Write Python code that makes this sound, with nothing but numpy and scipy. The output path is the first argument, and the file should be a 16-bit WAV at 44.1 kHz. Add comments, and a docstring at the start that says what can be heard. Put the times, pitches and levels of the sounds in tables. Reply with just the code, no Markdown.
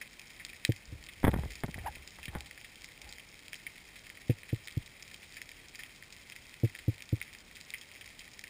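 """Shrimp crackle all round from the first moment, over a low wash: a rocky reef heard under water.
Each snap is one pulse with echoes off the rock, coloured by the sealed housing round the microphone.
Dull knocks rebound within milliseconds, first as a pair, then in two runs of three. Early on a diver's
speargun rumbles and rubs, bumps the housing and rings low, and rubber squeaks once.
The recorder holds each sample, which mirrors the sound into the treble."""
import sys
import numpy as np
from scipy import signal
from scipy.fft import rfft, irfft
from scipy.io import wavfile
from scipy.ndimage import uniform_filter1d

SR = 44100
rng = np.random.default_rng(int(sys.argv[2]) if len(sys.argv) > 2 else 0)


def generate_wav(signal):
    """Clip the signal to [-1, 1] and save it as 16-bit WAV at the path in sys.argv[1]."""
    frames = np.transpose(np.atleast_2d(signal))
    scaled = np.clip(frames, -1, 1) * 32767
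    pcm = np.round(scaled).astype(np.int16)
    wavfile.write(sys.argv[1], SR, pcm)


N = 374409  # length in samples

HOLD_HZ, EDGE_HZ = 12000, 15450  # rate of the held samples, upper band limit
CREVICE_LOW_HZ, CREVICE_HIGH_HZ = 1750, 5150  # range in which the shrimps' crevices ring


def gain_of(db):
    """Decibels to amplitude."""
    return 10 ** (np.asarray(db) / 20)


def evened(x, size=None):
    """Scales x so that its first samples (or all) have an rms of 1."""
    return x / np.sqrt(np.mean(x[:size] ** 2) + 1e-20)


def read(points, hz):
    """Reads a spectrum on a log-frequency axis."""
    f, value = np.transpose(points)
    return np.interp(np.log(hz + 1), np.log(f + 1), value)


def add(mix, s, sound):
    """Mixes a sound in at time s."""
    part = mix[max(round(s * SR), 0):][:len(sound)]
    part += sound[:len(part)]


def ring(colour, tilt_db, from_hz, size=4096):
    """Minimum-phase impulse response of a spectrum, tilted in dB an octave from a corner to half the hold rate."""
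    hz = abs(np.fft.fftfreq(size, 1 / SR))
    octaves = np.log2(np.clip(hz, from_hz, HOLD_HZ / 2))
    log_gain = np.log(gain_of(read(colour, hz) + tilt_db * octaves))
    # the Hilbert transform of the log gain gives the phase
    spectrum = np.exp(np.conj(signal.hilbert(log_gain)))
    return np.fft.ifft(spectrum).real[:size // 2]


def noise(colour):
    """Steady noise of a given spectrum, with an rms of 1."""
    gain = gain_of(read(colour, np.fft.rfftfreq(N, 1 / SR)))
    return evened(irfft(rfft(rng.standard_normal(N)) * gain, N))


def scatter(t60, per_s, size=6000):
    """A dying train of sparse random echoes with energy 1."""
    t = np.arange(size) / SR
    hits = rng.random(size) < per_s / SR
    taps = rng.standard_normal(size) * hits * gain_of(-60 * t / t60)
    return taps / (np.linalg.norm(taps) + 1e-12)


def disperse(x, hz, width_hz):
    """An all-pass resonance: the band round hz arrives late, as bending waves do in a thin wall."""
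    r = np.exp(-np.pi * width_hz / SR)
    poles = np.array([1, -2 * r * np.cos(2 * np.pi * hz / SR), r * r])
    return signal.lfilter(poles[::-1], poles, x)


# The housing's answer to a snap. Each row: frequency in Hz, relative level in dB.
HOUSING_COLOUR = [(60, -42), (500, -23.5), (1100, -24.5), (1450, -13.5), (1600, -13), (1780, -2), (2150, 2),
                  (2550, 0), (2930, -9.5), (3150, -2), (3450, -9), (3850, -7.5), (4330, -13.5), (4700, -8),
                  (5350, -8.5), (5900, -17.5)]


def snap(tilt_db, crevice_hz, rock_t60, crevice_db=4, crevice_q=5, even_t60=0.028, reef_db=-11, reef_t60=0.093):
    """A collapsing bubble: one pulse, quick echoes off the rock round it, a thin tail from the reef."""
    # the deeper in a crevice, the more it is heard by its echoes
    echo_gain = np.sqrt(rock_t60 / even_t60)
    paths = echo_gain * scatter(rock_t60, per_s=9000)
    paths += gain_of(reef_db) * scatter(reef_t60, per_s=1500)
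    paths[0] += 1  # the direct pulse
    crevice = signal.iirpeak(crevice_hz, crevice_q, fs=SR)
    paths += gain_of(crevice_db) * signal.lfilter(*crevice, paths)
    housing = ring(HOUSING_COLOUR, tilt_db, from_hz=1860)
    return evened(signal.fftconvolve(paths, housing), size=175)


def colony(per_s, spread_db, limit_db, tilt_db, tilt_spread_db, t60, count=32):
    """Many shrimp at random moments; each patch of reef has its own echoes and colour, and few snaps are strong."""
    out = np.zeros(N)
    leans = np.linspace(-1, 1, count)  # dull to bright patches
    crevices = rng.permutation(np.geomspace(CREVICE_LOW_HZ, CREVICE_HIGH_HZ, count))
    for lean, crevice_hz in zip(leans, crevices):
        size = gain_of(np.minimum(spread_db * rng.exponential(1, N), limit_db))
        fires = rng.random(N) < per_s / count / SR
        clicks = size * rng.choice([-1, 1], N) * fires
        # duller patches echo longer
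        patch = snap(tilt_db + lean * tilt_spread_db, crevice_hz, t60 / 2 ** lean)
        out += signal.oaconvolve(clicks, patch)[:N]
    return evened(out)


def crackle(middle_db=-59, far_db=-57.5, swell_db=0.43, swell_hz=1.5, count=20):
    """Separate ticks from the middle distance over a duller fizz from afar that swells and thins at random."""
    middle = colony(per_s=180, spread_db=7, limit_db=21.5, tilt_db=9.5, tilt_spread_db=11, t60=0.0048)
    far = colony(per_s=600, spread_db=2.5, limit_db=8.0, tilt_db=0, tilt_spread_db=6.5, t60=0.041)
    t = np.arange(N) / SR
    rates = swell_hz * np.geomspace(.5, 2, count)
    swell = evened(sum(np.sin(2 * np.pi * (hz * t + rng.random())) for hz in rates))
    return gain_of(middle_db) * middle + gain_of(far_db + swell_db * swell) * far


# Low wash of the sea. Each row: frequency in Hz, relative level in dB per Hz.
WASH_COLOUR = [(8, -38), (30, -2.5), (65, -5.5), (110, -7), (240, -10.5), (520, -15.5), (1100, -19),
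               (1600, -18.5), (3000, -22)]


def wash(level_db=-57.0):
    """The sea's low, steady wash: noise shaped by its spectrum."""
    return gain_of(level_db) * noise(WASH_COLOUR)


def neighbours(per_s=8, level_db=-46, spread_db=4.0, tilt_db=-1, tilt_spread_db=9, t60=0.023, t60_octaves=2.4):
    """Softer single snaps from the surrounding rock, at loose intervals, each with its own colour and echoes."""
    out = np.zeros(N)
    slots = np.arange(0, N / SR, 1 / per_s)
    draws = rng.uniform(-1, 1, (len(slots), 5))
    for slot, (late, strength, lean, depth, width) in zip(slots, draws):
        crevice_hz = np.interp(width, [-1, 1], [CREVICE_LOW_HZ, CREVICE_HIGH_HZ])
        sound = snap(tilt_db + lean * tilt_spread_db, crevice_hz, t60 * 2 ** (depth * t60_octaves))
        # each snap falls up to two intervals after its slot
        add(out, slot + (1 + late) / per_s, gain_of(level_db + strength * spread_db) * sound)
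    return out


# The loudest shrimp, close by. Each row: start in seconds, level in dB, tilt in dB per octave,
# resonance of the crevice in Hz, t60 of the echoes off the rock in seconds.
NEAR_SNAPS = [(0.014, -38.5, -13, 4900, 0.061), (0.45, -36.5, 2, 4600, 0.015),
              (0.6505, -22.5, -2.5, 3900, 0.0092), (0.7209, -36.5, 3, 1640, 0.014),
              (1.505, -42, 4.5, 1800, 0.16), (1.7431, -37.5, -14, 4900, 0.03),
              (1.7862, -44.5, -14, 4800, 0.1), (2.076, -42.5, 2, 5000, 0.02), (2.256, -38, 2, 2980, 0.017),
              (2.2817, -41, -14, 3630, 0.052), (2.407, -38.5, 4.5, 4800, 0.0081),
              (2.5111, -42, -6.5, 5500, 0.021), (2.8448, -42.5, 0, 4960, 0.017),
              (3.017, -39, 12, 2000, 0.015), (3.1257, -40, 6, 3920, 0.009),
              (3.532, -36.5, -10.5, 5200, 0.014), (3.5426, -40, 4, 3020, 0.03),
              (3.6665, -34.5, -3, 2120, 0.044), (4.2996, -43, -8.5, 3320, 0.045),
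              (4.4913, -44.5, -7, 4170, 0.14), (4.6744, -40.5, -4, 3800, 0.01),
              (4.6832, -40, -4, 3650, 0.0074), (5.0248, -42.5, 14, 5300, 0.014),
              (5.144, -42, 2, 3200, 0.021), (5.3684, -41, -6.5, 4800, 0.093),
              (5.417, -37.5, -2, 5500, 0.018), (5.5159, -44, 2, 2310, 0.05),
              (5.7916, -42.5, -11, 5000, 0.063), (5.8354, -40, -8, 3230, 0.008),
              (6.2995, -44, -4, 5530, 0.008), (6.3217, -43, -2, 2700, 0.024),
              (6.751, -40, -12.5, 1710, 0.019), (6.7895, -43, -8, 4500, 0.071),
              (7.0224, -38.5, 9, 2210, 0.021), (7.215, -33, -11, 2470, 0.014),
              (7.2269, -40.5, 7, 1900, 0.013), (7.567, -45.5, 2, 1700, 0.067),
              (7.7045, -40.5, 5, 3520, 0.009), (7.7384, -34, -7, 2400, 0.079),
              (8.3929, -40.5, 1, 5540, 0.009), (8.4396, -40, -7, 5000, 0.019)]


def near_shrimp():
    """Single sharp snaps from the rock close by, each ringing its own crevice."""
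    out = np.zeros(N)
    for s, db, tilt_db, crevice_hz, t60 in NEAR_SNAPS:
        add(out, s, gain_of(db) * snap(tilt_db, crevice_hz, t60))
    return out


# Dull knocks. Each row: start in seconds, level in dB, tilt in dB per octave,
# rebound as a share of the first push, rebound delay in seconds.
KNOCK_EVENTS = [(0.691, -23.5, 2.5, 0.47, 0.009), (.923, -42, -1, 0.38, 0.01),
                (4.2957, -22, 2.6, 0.5, 0.0083), (4.5284, -27, 1, 0.29, 0.0089),
                (4.77, -28.5, -3.5, .1, 0.006), (6.6338, -22, 2, 0.78, 0.0088),
                (6.88, -23.5, -.5, 0.46, 0.0096), (7.127, -24.5, -0.5, 0.38, 0.0096)]
# Colour of a knock. Each row: frequency in Hz, relative level in dB.
KNOCK_SPECTRUM = [(15, -50), (36, -7), (55, -10.5), (82, 1.5), (112, 7), (150, 2), (220, -13), (285, -3.5),
                  (330, -9), (395, -21), (490, -15), (620, -31.5), (760, -36.5), (1300, -81)]


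def knocks(boom_db=-19, boom_hz=96, boom_t60=0.25):
    """Soft blows that rebound twice, the second time far weaker, and leave a faint boom."""
    out, t = np.zeros(N), np.arange(9000) / SR
    boom = gain_of(boom_db - 60 * t / boom_t60) * np.sin(2 * np.pi * boom_hz * t)
    for s, db, tilt_db, rebound, delay in KNOCK_EVENTS:
        push = ring(KNOCK_SPECTRUM, tilt_db, from_hz=80)
        blow = np.zeros(len(t))
        for k in range(3):
            add(blow, k * delay, rebound ** (k * k) * push)
        add(out, s, -gain_of(db) * (evened(blow, size=900) + boom))
    return disperse(out, hz=385, width_hz=190)


# The gun shifting in the hand. Each row: start in seconds, length in seconds,
# rumble level in dB, rubbing level in dB.
GUN_SHIFTS = [(0.937, 0.018, -48.5, -79), (1.333, 0.065, -39, -51), (1.764, 0.14, -47, -62),
              (2.34, 0.042, -52, -51), (3.043, 0.033, -60.5, -58.5)]
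# Colour of the rumble. Each row: frequency in Hz, relative level in dB per Hz.
RUMBLE_COLOUR = [(8, -50), (30, -1.5), (65, 11), (130, -8), (220, -15), (500, -16), (1200, -58)]
# Colour of the rubbing, before its grain. Each row: frequency in Hz, relative level in dB per Hz.
RUB_COLOUR = [(80, -31), (300, -8), (620, -9.5), (740, -9), (820, 4), (920, -10), (1200, -13.5), (2000, -9),
              (4000, -44)]


def handling(rise_db_per_s=167, fall_db_per_s=105, rub_haste=1.9, grain_db=3.0):
    """Low rumble and grainy rubbing that build up, hold and settle each time the gun is moved."""
    t, rumble, rub = np.arange(N) / SR, np.zeros(N), np.zeros(N)
    for s, length, rumble_db, rub_db in GUN_SHIFTS:
        before, after = np.maximum(s - t, 0), np.maximum(t - s - length, 0)
        fade_db = rise_db_per_s * before + fall_db_per_s * after
        rumble += gain_of(rumble_db - fade_db)
        rub += gain_of(rub_db - rub_haste * fade_db)  # rubbing comes and goes faster than the rumble
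    grain = gain_of(grain_db * evened(uniform_filter1d(rng.standard_normal(N), size=300)))
    return rumble * noise(RUMBLE_COLOUR) + rub * evened(grain * noise(RUB_COLOUR))


# Gear bumping against the housing. Each row: start in seconds, level in dB, tilt in dB per octave.
BUMP_EVENTS = [(1.232, -36, 2), (1.2413, -18, -0.7), (1.249, -21.5, 3), (1.2531, -35, 4.5),
               (1.269, -24.5, -1), (1.2765, -32, 3), (1.2801, -18.5, 0.05), (1.289, -24.5, -3.5),
               (1.3332, -31.5, -2), (1.34, -28, 1.5), (1.362, -28.5, -2.5), (1.387, -31.5, -3),
               (1.435, -38, 1.3), (1.457, -38, -3), (1.6361, -31, 2), (1.643, -30, -3.5), (1.682, -44, 2),
               (1.689, -37, -4), (1.759, -45, -2.5), (1.7805, -39.5, 0.5), (1.968, -51, 2.5),
               (2.187, -47.5, 5), (2.281, -40, -6), (2.3515, -36.5, 4.5), (2.357, -33.5, -1.5)]
# Colour of a bump. Each row: frequency in Hz, relative level in dB.
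BUMP_SPECTRUM = [(12, -52), (30, -24), (50, -23), (70, 7.5), (120, 6.5), (250, -1), (430, -7.5), (580, -8),
                 (680, -10), (880, -11), (1200, -19), (2050, -17), (2750, -38), (3300, -28.5), (4300, -52)]
# Slow ringing of the gun after a bump. Each row: frequency in Hz, level against the bump in dB, t60 in seconds.
GUN_RINGING = [(66.5, -3, 0.24), (119.5, -11.5, 0.16), (225, -29, .1)]


def bumps(chatter_db=-3, chatter_t60=0.042):
    """Each contact chatters for a moment and leaves the gun ringing low."""
    out, t = np.zeros(N), np.arange(SR // 3) / SR
    gun = sum(gain_of(db - 60 * t / t60) * np.sin(2 * np.pi * hz * t) for hz, db, t60 in GUN_RINGING)
    for s, db, tilt_db in BUMP_EVENTS:
        contact = gain_of(chatter_db) * scatter(chatter_t60, per_s=2500)
        contact[0] += 1  # the first touch
        colour = ring(BUMP_SPECTRUM, tilt_db, from_hz=150)
        blow = evened(signal.fftconvolve(contact, colour), size=265)
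        add(out, s, -gain_of(db) * blow)
        add(out, s, -gain_of(db) * gun)
    return disperse(out, hz=810, width_hz=310)


# Path of the rubber squeak. Each row: time in seconds, pitch before the waver in Hz, level in dB.
SQUEAK_PATH = [(1.84, 778, -54), (1.857, 615, -48), (1.863, 773, -33.5), (1.87, 940, -37),
               (1.876, 1007, -35), (1.879, 850, -44), (1.883, 807, -33.5), (1.890, 830, -44),
               (1.908, 800, -65)]


def squeak(jitter=0.076, second_db=-11, third_db=-19):
    """Rubber sticks and slips: three harmonics on a wavering pitch that dips, arches up and falls back."""
    s, hz, db = np.transpose(SQUEAK_PATH)
    t = np.arange(s[0], s[-1], 1 / SR)
    waver = 1 + jitter * evened(uniform_filter1d(rng.standard_normal(N), size=60))[:len(t)]
    phase = 2 * np.pi * np.cumsum(np.interp(t, s, hz) * waver) / SR
    harmonics = enumerate([0, second_db, third_db], start=1)
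    tone = sum(gain_of(part_db) * np.sin(k * phase) for k, part_db in harmonics)
    out = np.zeros(N)
    add(out, s[0], gain_of(np.interp(t, s, db)) * evened(tone))
    return out


def scene():
    """Reef, sea and gear, all through one microphone."""
    reef = crackle() + wash() + neighbours() + near_shrimp()
    gear = handling() + bumps() + squeak()
    return (reef + knocks() + gear)[None]


def record(dry):
    """Samples slowly and holds each value, which mirrors the spectrum round the hold rate; then the band limit."""
    slow = signal.resample_poly(dry, HOLD_HZ, SR, axis=1, window=("kaiser", 3))
    steps = np.repeat(slow, 4, axis=1)
    held = signal.resample_poly(steps, SR, 4 * HOLD_HZ, axis=1)
    band_limit = signal.firwin(201, EDGE_HZ, window=("kaiser", 9), fs=SR)
    return signal.oaconvolve(held, band_limit[None], "same")


dry = scene()
out = record(dry)
generate_wav(out)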